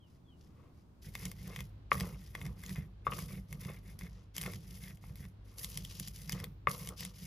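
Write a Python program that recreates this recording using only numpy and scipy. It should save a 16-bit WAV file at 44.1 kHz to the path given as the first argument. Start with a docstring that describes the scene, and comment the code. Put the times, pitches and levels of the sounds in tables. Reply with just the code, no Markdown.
"""Stone mortar in a courtyard

Peanuts are ground with a stone pestle in a stone mortar on a wooden table. For a second the work is faint,
under a small bird's whistles; then, close up, husks rustle as dense noise grains, nuts crack as short bursts,
grit rings the stone modes and jolts drum the table under each stroke. Three times the pestle knocks hard on
bare stone, among weaker touches. Low yard noise lies beneath, and sparse taps echo the work and the bird.
"""
import sys
import numpy as np
from scipy import signal
from scipy.fft import rfft, irfft
from scipy.io import wavfile

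SR = 44100
rng = np.random.default_rng(int(sys.argv[2]) if len(sys.argv) > 2 else 0)


def unload_wav(signal):
    """Save mono or channel-first audio to the path in sys.argv[1] as 16-bit WAV at rate SR, clipped to [-1, 1]."""
    wavfile.write(
        sys.argv[1],
        SR,
        np.round(np.clip(np.atleast_2d(signal).T, -1, 1) * 32767).astype(np.int16),
    )


N = 320166
TIME = np.arange(N) / SR
CLOSE_S = 1.02  # the close-up begins (s)
EDGE_HZ = 15600  # top of the recorder's band

# Levels in the tables are relative: most voices add a trim of their own, and spectra are normalised.

# Yard noise far from and beside the table: [pitch_hz, level_db per Hz]
YARD_FAR_SPECTRUM = [(20, -8), (40, -8.5), (70, 4.5), (160, -4.5), (300, -10), (500, -20.5), (1100, -25),
                     (2000, -36.5), (4000, -38), (8500, -46.5), (16000, -47)]
YARD_NEAR_SPECTRUM = [(20, -32), (32, -9.5), (42, -1), (58, 5.5), (85, -5), (150, -8.5), (300, -17.5),
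                      (500, -24.5), (1100, -30.5), (2000, -36.5), (4000, -39.5), (8000, -55),
                      (14000, -59.5), (16000, -67)]
# Likeness of the yard noise in the two ports: [pitch_hz, correlation (0 to 1)]
YARD_LIKENESS = [(60, 1), (130, 0.89), (290, .72), (640, 0), (1400, 0), (3100, 0), (6800, 0), (15000, 0.1)]
# A distant motor's hum: [pitch_hz, level_db]
MOTOR_HUM = [(49.5, -58), (101, -57)]
# A bird's falling whistles: [start_s, length_s, start_pitch_hz, end_pitch_hz, level_db]
BIRD_CHIRPS = [(-.025, 0.11, 3530, 2650, -74), (0.242, .125, 3590, 2740, -73)]

# Pushes of the pestle, faint before the close-up, as if from across the yard; lean is the growth in pressure:
# [start_s, length_s, husk_db, grit_db, mash_db, rumble_db, lean_db, husk_coarse_minus_hiss_db]
PESTLE_PUSHES = [(0.06, 0.1, -79.5, -86, -80, -65, 8, 10), (0.358, 0.12, -78.5, -97, -82, -68.5, 8, 9),
                 (0.486, 0.21, -86, -86, -68, -67, -1, 9), (0.728, 0.085, -80.5, -85, -79, -76, 0, 9),
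                 (1.013, 0.071, -59.5, -67.5, -85, -53.5, 4, 1),
                 (1.117, 0.15, -54.5, -62, -65.5, -47.5, 11.5, 1),
                 (1.339, .126, -62, -68.5, -72, -51.5, 11, 5), (1.45, 0.16, -60, -63, -67, -52, 9, 1.5),
                 (1.905, 0.25, -54, -62.5, -52.5, -39, -14.5, -2.5),
                 (2.172, 0.15, -64, -71.5, -85, -58, 0.5, 6),
                 (2.323, 0.16, -61.5, -69, -57.5, -44.5, 7.5, -1),
                 (2.551, 0.17, -59, -66.5, -69, -49.5, 14, 0.5),
                 (2.746, 0.08, -62, -58, -57, -39.5, -12.5, -4.5),
                 (3.043, 0.024, -64.5, -51.5, -67, -46, 9, -9), (3.096, 0.13, -51, -66, -58, -44, 8, 0),
                 (3.27, 0.11, -56, -59.5, -65, -41.5, -7.5, -3),
                 (3.469, 0.068, -63.5, -76, -61.5, -49.5, 12.5, 1),
                 (3.593, 0.18, -59.5, -60.5, -60.5, -47.5, -7.5, -5.5),
                 (3.821, 0.088, -67, -69, -70, -55, 12, 0), (3.983, 0.081, -60.5, -59, -69, -44.5, 0.5, -3),
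                 (4.089, 0.15, -76.5, -81, -68, -70, 0.5, 19.5),
                 (4.337, 0.21, -53, -59, -62, -42.5, 0.5, 0.5),
                 (4.599, 0.17, -61.5, -72.5, -78, -54.5, 13, 4.5),
                 (4.795, 0.11, -57.5, -60.5, -69, -48, 1.5, -3),
                 (5.006, .11, -64.5, -71.5, -66, -49, -1.5, -2),
                 (5.154, 0.082, -62.5, -66, -70, -48.5, 4, -3), (5.438, 0.14, -68.5, -78, -67, -74, 4, 4),
                 (5.569, 0.076, -47.5, -70, -56.5, -55.5, 4.5, -5),
                 (5.672, 0.13, -52.5, -78, -64, -47, 1.5, 4), (5.825, 0.25, -54, -84, -73, -56.5, 4.5, 8.5),
                 (6.13, 0.19, -56.5, -71, -75, -48.5, -4.5, -1.5),
                 (6.295, 0.16, -58, -61, -59.5, -41.5, -13, 9),
                 (6.676, 0.064, -46.5, -63, -46.5, -48, 2.5, -2.5),
                 (6.778, 0.11, -52, -64, -56, -45, -7, 0), (6.958, 0.1, -51.5, -73, -56.5, -49.5, 3.5, 12),
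                 (7.126, 0.23, -55, -67, -83, -49.5, 14, 3)]
# How each sound follows a push:
# [attack_s, release_s, own_rise_db over the push, arch_db from the middle down to either end]
RUSTLE_ENVELOPE = (.018, 0.036, -1, 2.5)
GRIT_ENVELOPE = (.027, 0.013, 3.5, 0.89)
MASH_ENVELOPE = (0.15, 0.0549, -12, 1.5)
RUMBLE_ENVELOPE = (0.049, .048, 5.7, 0.76)
# Colour of the dry husks, of a snapping nut and of the crunching soft mash: [pitch_hz, level_db per Hz]
HUSK_SPECTRUM = [(200, -28), (600, -34), (1500, -9.5), (3000, 2.5), (4200, 0), (5000, 5.5), (6500, 3),
                 (8300, -1), (11000, 7.5), (13500, -0.5), (16000, 1.5)]
SNAP_SPECTRUM = [(300, -9.5), (1000, -17), (2000, -11), (3300, 5.5), (4200, -2.5), (5000, 4), (6500, 2.5),
                 (8500, 4.5), (11000, 1.5), (16000, 0)]
MASH_SPECTRUM = [(150, -10.5), (300, -2.5), (480, 13.5), (750, -4), (1000, 5.5), (1180, 5), (1500, -8.5),
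                 (2500, -5), (5000, -24.5)]
# Ringing modes of the two stones: [pitch_hz, level_db, t60_s]
MORTAR_MODES = [(456, -21, 0.054), (554, -14, 0.039), (1161, 2.5, 0.022), (1228, -11, 0.033)]
PESTLE_MODES = [(1926, -21.5, 0.02), (2107, 0, 0.015), (2390, -11.5, .012), (2540, -17, 0.03),
                (3460, -15, 0.029), (4970, -22.5, 0.027), (6060, -24.5, 0.0088)]
# Colour of the drumming wooden table: [pitch_hz, level_db per Hz]
TABLE_SPECTRUM = [(22, -29.5), (35, -24), (50, -4.5), (65, -0.5), (85, -4), (110, -5), (145, 4),
                  (165, -0.5), (187, 3), (208, -9.5), (240, -20), (310, -23), (450, -24), (700, -35),
                  (2000, -67.5)]
# The pestle drops through a crushed nut and jolts the table: [start_s, level_db]
PESTLE_DROPS = [(1.262, -13.5), (1.582, -15.5), (2.016, -2.5), (2.135, -15.5), (2.468, -12), (2.5, -20.5),
                (2.69, -20), (2.782, -11), (3.333, -11.5), (3.386, -14.5), (3.658, -9.5), (4.422, -14),
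                (5.785, -16), (6.008, -13), (6.333, -9), (6.408, -15), (6.686, -9.5), (6.885, -17)]
# The loudest nuts breaking: [start_s, snap_db, pestle_ring_db]
NUT_CRACKS = [(1.1524, -28, -36.5), (1.254, -26, -47), (1.3155, -32, -49.5), (1.477, -37.5, -68),
              (1.5615, -30, -41.5), (1.5897, -39, -44.5), (1.6053, -33, -48), (1.9308, -24, -61),
              (2.0006, -26, -50), (2.0074, -24.5, -37), (2.3511, -31.5, -35), (2.4142, -41, -43.5),
              (2.454, -40, -48), (2.4646, -36, -46), (2.6365, -36, -47.5), (2.6628, -31.5, -63),
              (2.6938, -31.5, -50.5), (2.7587, -38, -45), (3.189, -30, -64), (3.527, -34.5, -44.5),
              (3.6499, -39.5, -49.5), (3.9907, -34.5, -61), (4.0102, -41, -47), (4.3655, -24.5, -49),
              (4.3811, -22, -42.5), (4.4136, -26, -46), (4.418, -28, -62), (4.43, -29.5, -61),
              (4.4364, -29, -41), (4.4613, -30, -37), (4.535, -35.5, -47), (4.837, -39, -69),
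              (4.972, -50, -65), (5.1567, -37.5, -59), (5.252, -48, -53), (5.5833, -31.5, -56),
              (5.6452, -24, -49), (5.774, -22.5, -45.5), (5.8496, -30, -56), (5.998, -23.5, -49),
              (6.0753, -32.5, -55), (6.0826, -30, -66), (6.2947, -24, -40), (6.322, -22, -52),
              (6.3269, -25, -43), (6.4008, -33.5, -45), (6.4414, -28, -45), (6.714, -27, -63),
              (6.8733, -30.5, -45), (6.8889, -27.5, -51), (7.007, -25.5, -46), (7.0277, -40, -46),
              (7.0504, -28, -47.5)]
# The pestle breaks through the mash and scrapes the bare bowl: [start_s, length_s, level_db]
BOWL_SCRAPES = [(1.468, 0.093, -58), (2.023, 0.093, -53.5), (3.109, 0.036, -47.5), (3.156, 0.042, -52),
                (3.285, 0.067, -58.5), (3.676, .04, -55), (4.45, 0.061, -49.5), (6.338, 0.071, -58),
                (6.401, 0.084, -60), (6.88, 0.082, -57)]
# Colour of stone scraping stone: [pitch_hz, level_db per Hz]
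SCRAPE_SPECTRUM = [(150, -17.5), (300, 10), (500, 14), (750, 2.5), (1000, -2.5), (1250, 5), (1600, -8.5),
                   (2500, -13.5), (5000, -18.5)]
# Stone on stone: [start_s, mortar_ring_db, pestle_ring_db, clack_db, clack_pitch_hz, left_minus_right_db]
STONE_KNOCKS = [(1.9169, -11, -54, -11.5, 2070, 0), (3.0679, -16, -30.5, -27, 1190, 1.5),
                (3.0759, -27.5, -48, -29, 1510, 1), (3.12, -30.5, -39, -34, 2730, 5),
                (3.125, -33, -38.5, -32, 2700, -6), (3.135, -34.5, -42, -34, 2700, 4.5),
                (3.186, -36.5, -59, -38.5, 1580, -13), (5.04, -56.5, -50.5, -45.5, 990, -2.5),
                (6.6715, -12, -24, -19.5, 2060, 2), (6.686, -40, -35, -38, 2460, -11)]

# Phase between the two microphone ports: [pitch_hz, left_lead_rad]
PORT_PHASE_LEAD = [(0, 0), (1100, .1), (1700, 0), (2240, .9), (3880, .5), (4820, .6), (6720, -.9),
                   (8350, -3.1), (11800, -6.2), (15800, -9.5)]
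# Level between the two microphone ports: [pitch_hz, left_minus_right_db]
PORT_LEVEL = [(100, -2), (200, -2), (500, 0.5), (1130, 5), (1700, -1.5), (2600, 4.5), (3800, 4), (5000, 7),
              (6500, 1), (16000, -1)]
# Decay of the courtyard's tail: [pitch_hz, t60_s]
YARD_DECAY = [(150, 0.43), (500, 0.34), (1200, 0.25), (3000, 0.21), (8000, 0.067), (16000, 0.71)]
# Single echoes from the ground and near walls: [delay_s, level_db]
WALL_ECHOES = [(.0085, -12.5), (.027, -19), (.036, -18.5)]


def gain_of(db):
    """Decibels to amplitude."""
    return 10 ** (np.asarray(db) / 20)


def evened(x):
    """Scales to rms 1."""
    return x / np.sqrt(np.mean(x ** 2) + 1e-20)


def read(points, hz):
    """Reads a curve on a log-frequency axis."""
    f, value = np.transpose(points)
    return np.interp(np.log(hz + 1), np.log(f + 1), value)


def add(mix, s, sound):
    """Mixes a sound in at s seconds."""
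    part = mix[max(round(s * SR), 0):][:len(sound)]
    part += sound[:len(part)]


def convolved(x, response):
    """Plays x through an impulse response."""
    return signal.oaconvolve(x, response)[:len(x)]


def colour(points, size=2048):
    """Causal (minimum-phase) impulse response with a given spectrum and energy 1."""
    log_gain = np.log(gain_of(read(points, abs(np.fft.fftfreq(size, 1 / SR)))))
    spectrum = np.exp(np.conj(signal.hilbert(log_gain)))
    response = np.fft.ifft(spectrum).real[:size // 2]
    return response / np.linalg.norm(response)


def ring(modes, detune=1, size=8192):
    """A struck body: a sum of dying sines."""
    t = np.arange(size) / SR
    return sum(gain_of(db - 60 * t / t60) * np.sin(2 * np.pi * hz * detune * t) for hz, db, t60 in modes)


def wander(rate_hz):
    """Smooth random drift of rms 1: noise kept below about rate_hz."""
    hz = np.fft.rfftfreq(N, 1 / SR)
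    return evened(irfft(rfft(rng.standard_normal(N)) / (1 + (hz / rate_hz) ** 4), N))


def grains(per_s, spread_db, clump_db, clump_hz):
    """Random tiny impulses of uneven size and sign, whose level swells in clumps."""
    size = gain_of(spread_db * np.minimum(rng.exponential(1, N), 4))
    sign = rng.choice([-1., 1.], N)
    clicks = size * sign * (rng.random(N) < per_s / SR)
    return clicks * gain_of(clump_db * wander(clump_hz))


def background(far_db=-58, near_db=-55.5, swell_db=1):
    """Low outdoor rumble and hiss; beside the table its colour changes and a distant motor hums in it."""
    hz = np.fft.rfftfreq(N, 1 / SR)
    left, other = rfft(rng.standard_normal((2, N)))
    same = np.clip(read(YARD_LIKENESS, hz), -1, 1)
    air = np.array([left, same * left + np.sqrt(1 - same ** 2) * other])
    far = gain_of(far_db) * evened(irfft(air * gain_of(read(YARD_FAR_SPECTRUM, hz)), N))
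    near = gain_of(near_db) * evened(irfft(air * gain_of(read(YARD_NEAR_SPECTRUM, hz)), N))
    hum = np.zeros(N)
    for pitch_hz, db in MOTOR_HUM:
        phase = 2 * np.pi * pitch_hz * TIME + .2 * wander(2)
        hum += gain_of(db) * evened(np.sin(phase))
    close = np.clip((TIME - CLOSE_S) / 0.0089, 0, 1)  # a 9 ms crossfade
    return ((1 - close) * far + close * (near + hum)) * gain_of(swell_db * wander(2.3))


def bird(waver_hz=45, waver_rate_hz=130):
    """Slightly wavering sine whistles that slide down."""
    out = np.zeros(N)
    for s, length, start_hz, end_hz, db in BIRD_CHIRPS:
        u = np.clip((TIME - s) / length, 0, 1)
        hz = start_hz + (end_hz - start_hz) * u + waver_hz * wander(waver_rate_hz)
        out += gain_of(db) * np.sin(np.pi * u) * np.sin(2 * np.pi * np.cumsum(hz) / SR)
    return out


def pushes(shape, index):
    """Gain of one sound over all pushes: it builds up, swells or sags with the lean, and dies as the hand lets go."""
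    attack_s, release_s, rise_db, arch_db = shape
    power = np.zeros(N)
    for s, length, *levels, lean_db, _ in PESTLE_PUSHES:
        t = np.arange(0, length + 8 * release_s, 1 / SR)
        way = np.minimum(t / length, 1) - .5  # -0.5 at the start of the push, 0.5 at its end
        db = levels[index] + (lean_db + rise_db) * way - arch_db * (2 * way) ** 2
        attack = np.minimum(t / attack_s, 1)
        release = np.exp(-np.maximum(t - length, 0) / release_s)
        add(power, s, (gain_of(db) * attack * release) ** 2)
    return np.sqrt(power)


def husks(level_db=-1, scatter_db=-8, flicker_db=3.0, split_hz=7500):
    """Dry skins and crumbs rub; they lie spread over the bowl, so part of the rustle differs between the ports."""
    layers = []
    for _ in range(3):
        rubs = grains(per_s=9000, spread_db=5.0, clump_db=3.0, clump_hz=86.5)
        layers.append(evened(convolved(rubs, colour(HUSK_SPECTRUM))))
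    shared, *own = layers
    fizz = shared + gain_of(scatter_db) * np.array(own)
    coarse = signal.sosfiltfilt(signal.butter(2, split_hz, fs=SR, output="sos"), fizz)
    hiss = fizz - coarse
    # thin skins hiss, coarse crumbs are duller; the balance drifts from push to push and flickers
    s, length, *_, coarse_db = np.transpose(PESTLE_PUSHES)
    balance_db = np.interp(TIME, s + length / 2, coarse_db) + flicker_db * wander(25)
    tilt = gain_of(.5 * balance_db)
    return pushes(RUSTLE_ENVELOPE, index=0) * gain_of(level_db) * (coarse * tilt + hiss / tilt)


def splinters(level_db=-11, tear_s=.0007, size=400):
    """Small pieces snap at random under the moving pestle, each a brief dying burst of noise."""
    tear = np.exp(-np.arange(size) / SR / tear_s)
    snaps = grains(per_s=42, spread_db=2.5, clump_db=-1.2, clump_hz=24)
    bursts = convolved(snaps, tear) * rng.standard_normal(N)
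    return gain_of(level_db) * pushes(RUSTLE_ENVELOPE, index=0) * evened(convolved(bursts, colour(SNAP_SPECTRUM)))


def strain(level_db=-14, build_s=.005, ease_s=0.0083):
    """Gain of the grit that a nut sheds: it creaks just before it breaks and crumbles just after."""
    out, t = np.zeros(N), np.arange(-.05, .08, 1 / SR)
    swell = np.exp(np.minimum(t / build_s, -t / ease_s))
    for s, _, pestle_db in NUT_CRACKS:
        add(out, s + t[0], gain_of(pestle_db + level_db) * swell)
    return out


def grinding(pestle_db=0, mash_db=-1, bowl_db=-12, grip=0.072):
    """Grit slips between the stones and rings the pestle; the soft mash crunches and stirs the bowl."""
    grit = grains(per_s=1000, spread_db=3.5, clump_db=3.0, clump_hz=60)
    crush = grains(per_s=1100, spread_db=2.5, clump_db=3, clump_hz=59)
    # the pestle's pitch shifts with where it touches and how hard it is pressed
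    touch = np.digitize(wander(20), [-1, 0, 1])
    rings = np.zeros(N)
    for k, shift in enumerate(np.linspace(-grip, grip, 4)):
        rings += convolved(grit * (touch == k), ring(PESTLE_MODES, detune=1 + shift))
    pestle = gain_of(pestle_db) * evened(rings)
    mash = gain_of(mash_db) * evened(convolved(crush, colour(MASH_SPECTRUM)))
    mash += gain_of(bowl_db) * evened(convolved(crush, ring(MORTAR_MODES)))
    grit_gain = np.hypot(pushes(GRIT_ENVELOPE, index=1), strain())
    return grit_gain * pestle + pushes(MASH_ENVELOPE, index=2) * mash


def table(level_db=-2, drop_db=-1):
    """The mortar jolts on its board as the pestle rolls over the nuts or drops through one, and the table drums."""
    jolts = grains(per_s=900, spread_db=-0.5, clump_db=1.64, clump_hz=29.94)
    force = gain_of(level_db) * pushes(RUMBLE_ENVELOPE, index=3) * evened(jolts)
    for s, db in PESTLE_DROPS:
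        add(force, s, gain_of([db + drop_db]))  # a single-sample impulse
    return convolved(force, colour(TABLE_SPECTRUM, size=8192))


def cracks(snap_db=-8, ring_db=4, bowl_db=-16, tear_s=0.00054, crumble_s=0.00665, crumble_db=-16,
           lead_s=0.0024, lead_db=-14, shell_db=3, size=1800):
    """A nut creaks, tears in about a millisecond and crumbles; the freed pestle drops on it and rings."""
    out = np.zeros(N)
    t = np.arange(size) / SR - 3 * lead_s  # the break is at t = 0
    creak = gain_of(lead_db) * np.exp(-abs(t) / lead_s)
    crumble = gain_of(crumble_db) * np.exp(-abs(t) / crumble_s)
    crumbs = np.where(t > 0, crumble, creak)
    for s, db, pestle_db in NUT_CRACKS:
        speed, grip, *shell = rng.standard_normal(2 + len(SNAP_SPECTRUM))
        u = np.maximum(t, 0) / (tear_s * np.exp(0.14 * speed))
        burst = (u * np.exp(1 - u) + crumbs) * rng.standard_normal(size)
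        # no two nuts sound alike
        snap = colour([(hz, level + shell_db * chance) for (hz, level), chance in zip(SNAP_SPECTRUM, shell)])
        add(out, s + t[0], gain_of(db + snap_db) * convolved(burst, snap))
        stones = ring(PESTLE_MODES, detune=1 + 0.027 * grip) + gain_of(bowl_db) * ring(MORTAR_MODES)
        add(out, s + 0.00098, gain_of(pestle_db + ring_db) * stones)
    return out


def scrapes(level_db=0, ring_db=-9):
    """Rough stone chatters over rough stone in a short swell."""
    swell = np.zeros(N)
    for s, length, db in BOWL_SCRAPES:
        u = np.arange(0, length, 1 / SR) / length
        add(swell, s, gain_of(db) * np.sin(np.pi * u ** 0.74))
    slips = grains(per_s=900, spread_db=0.5, clump_db=4.0, clump_hz=89.5)
    chatter = evened(convolved(slips, colour(SCRAPE_SPECTRUM)))
    bowl = gain_of(ring_db) * evened(convolved(slips, ring(MORTAR_MODES)))
    return gain_of(level_db) * swell * (chatter + bowl)


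def knocks(clack_s=0.00039, contact_s=.00004, build_s=0.0019, thud_db=-4, size=8192):
    """The pestle meets bare stone: a short hard clack, the ring of both stones, a thud in the table."""
    out, t = np.zeros((2, N)), np.arange(size) / SR
    contact = t * np.exp(-t / contact_s)  # a film of nut paste dulls the blow
    clack_shape = t / clack_s * np.exp(1 - t / clack_s)
    build = 1 - np.exp(-t / build_s)  # the heavy bowl takes a moment to get going
    for s, mortar_db, pestle_db, clack_db, clack_hz, left_db in STONE_KNOCKS:
        blow = gain_of(clack_db) * clack_shape * np.sin(2 * np.pi * clack_hz * t)
        blow += gain_of(pestle_db) * ring(PESTLE_MODES)
        blow += gain_of(mortar_db) * ring(MORTAR_MODES) * build
        add(blow, 0, gain_of(mortar_db + thud_db) * colour(TABLE_SPECTRUM, size=8192))
        blow = convolved(blow, contact / contact.sum())
        # where the bowl is struck decides which way it radiates
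        add(out[0], s, gain_of(left_db / 2) * blow)
        add(out[1], s, gain_of(-left_db / 2) * blow)
    return out


def ports(x):
    """Sound from the bowl reaches the two microphone ports with different delay and level."""
    hz = np.fft.rfftfreq(2 * N, 1 / SR)
    side = np.array([[.5], [-.5]])  # each port takes half of the difference
    level = gain_of(side * read(PORT_LEVEL, hz))
    turn = np.exp(1j * side * read(PORT_PHASE_LEAD, hz))
    return irfft(rfft(x, 2 * N) * level * turn)[:, :N]


def courtyard(x, near_db=-14, near_s=0.0078, walls_db=-20, size=24000):
    """Quick scatter from the table and the cook, a few single echoes, then a thin tail from the walls."""
    taps = rng.choice([-1., 1.], (2, size)) * (rng.random((2, size)) < 3000 / SR)
    t = np.arange(size) / SR
    hz, frame_s, z = signal.stft(taps * (t > .01), SR, nperseg=256)
    fade = gain_of(-60 * frame_s / read(YARD_DECAY, hz)[:, None])
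    tail = signal.istft(z * fade, SR, nperseg=256)[1][:, :size]
    scatter = taps * (t > .002) * np.exp(-t / near_s)
    response = (gain_of(near_db) * evened(scatter) + gain_of(walls_db) * evened(tail)) / np.sqrt(size)
    dull = np.hanning(17) / 8  # rough surfaces return little treble
    for delay, db in WALL_ECHOES:
        for channel in response:
            add(channel, delay + .0002 * rng.standard_normal(), gain_of(db) * dull)
    return np.array([convolved(x, r) for r in response])


def scene(bird_echo_db=12, knock_echo_db=1, echo_low_hz=300):
    """The work at the mortar, the bird far off, the yard around both."""
    work = grinding() + scrapes() + table() + cracks() + splinters() + husks()
    blows, song = knocks(), bird()
    loud = work[0] + gain_of(knock_echo_db) * blows.mean(0) + gain_of(bird_echo_db) * song
    # the table's bass stays close; only the higher sound comes back from the yard
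    spread = signal.sosfilt(signal.butter(3, echo_low_hz, "high", fs=SR, output="sos"), loud)
    return ports(work + blows) + song + courtyard(spread) + background()


def record(dry):
    """The recorder's band limit: a steep low-pass."""
    low_pass = signal.firwin(511, EDGE_HZ, window=("kaiser", 9), fs=SR)
    return signal.oaconvolve(dry, low_pass[None], "same")


dry = scene()
out = record(dry)
unload_wav(out)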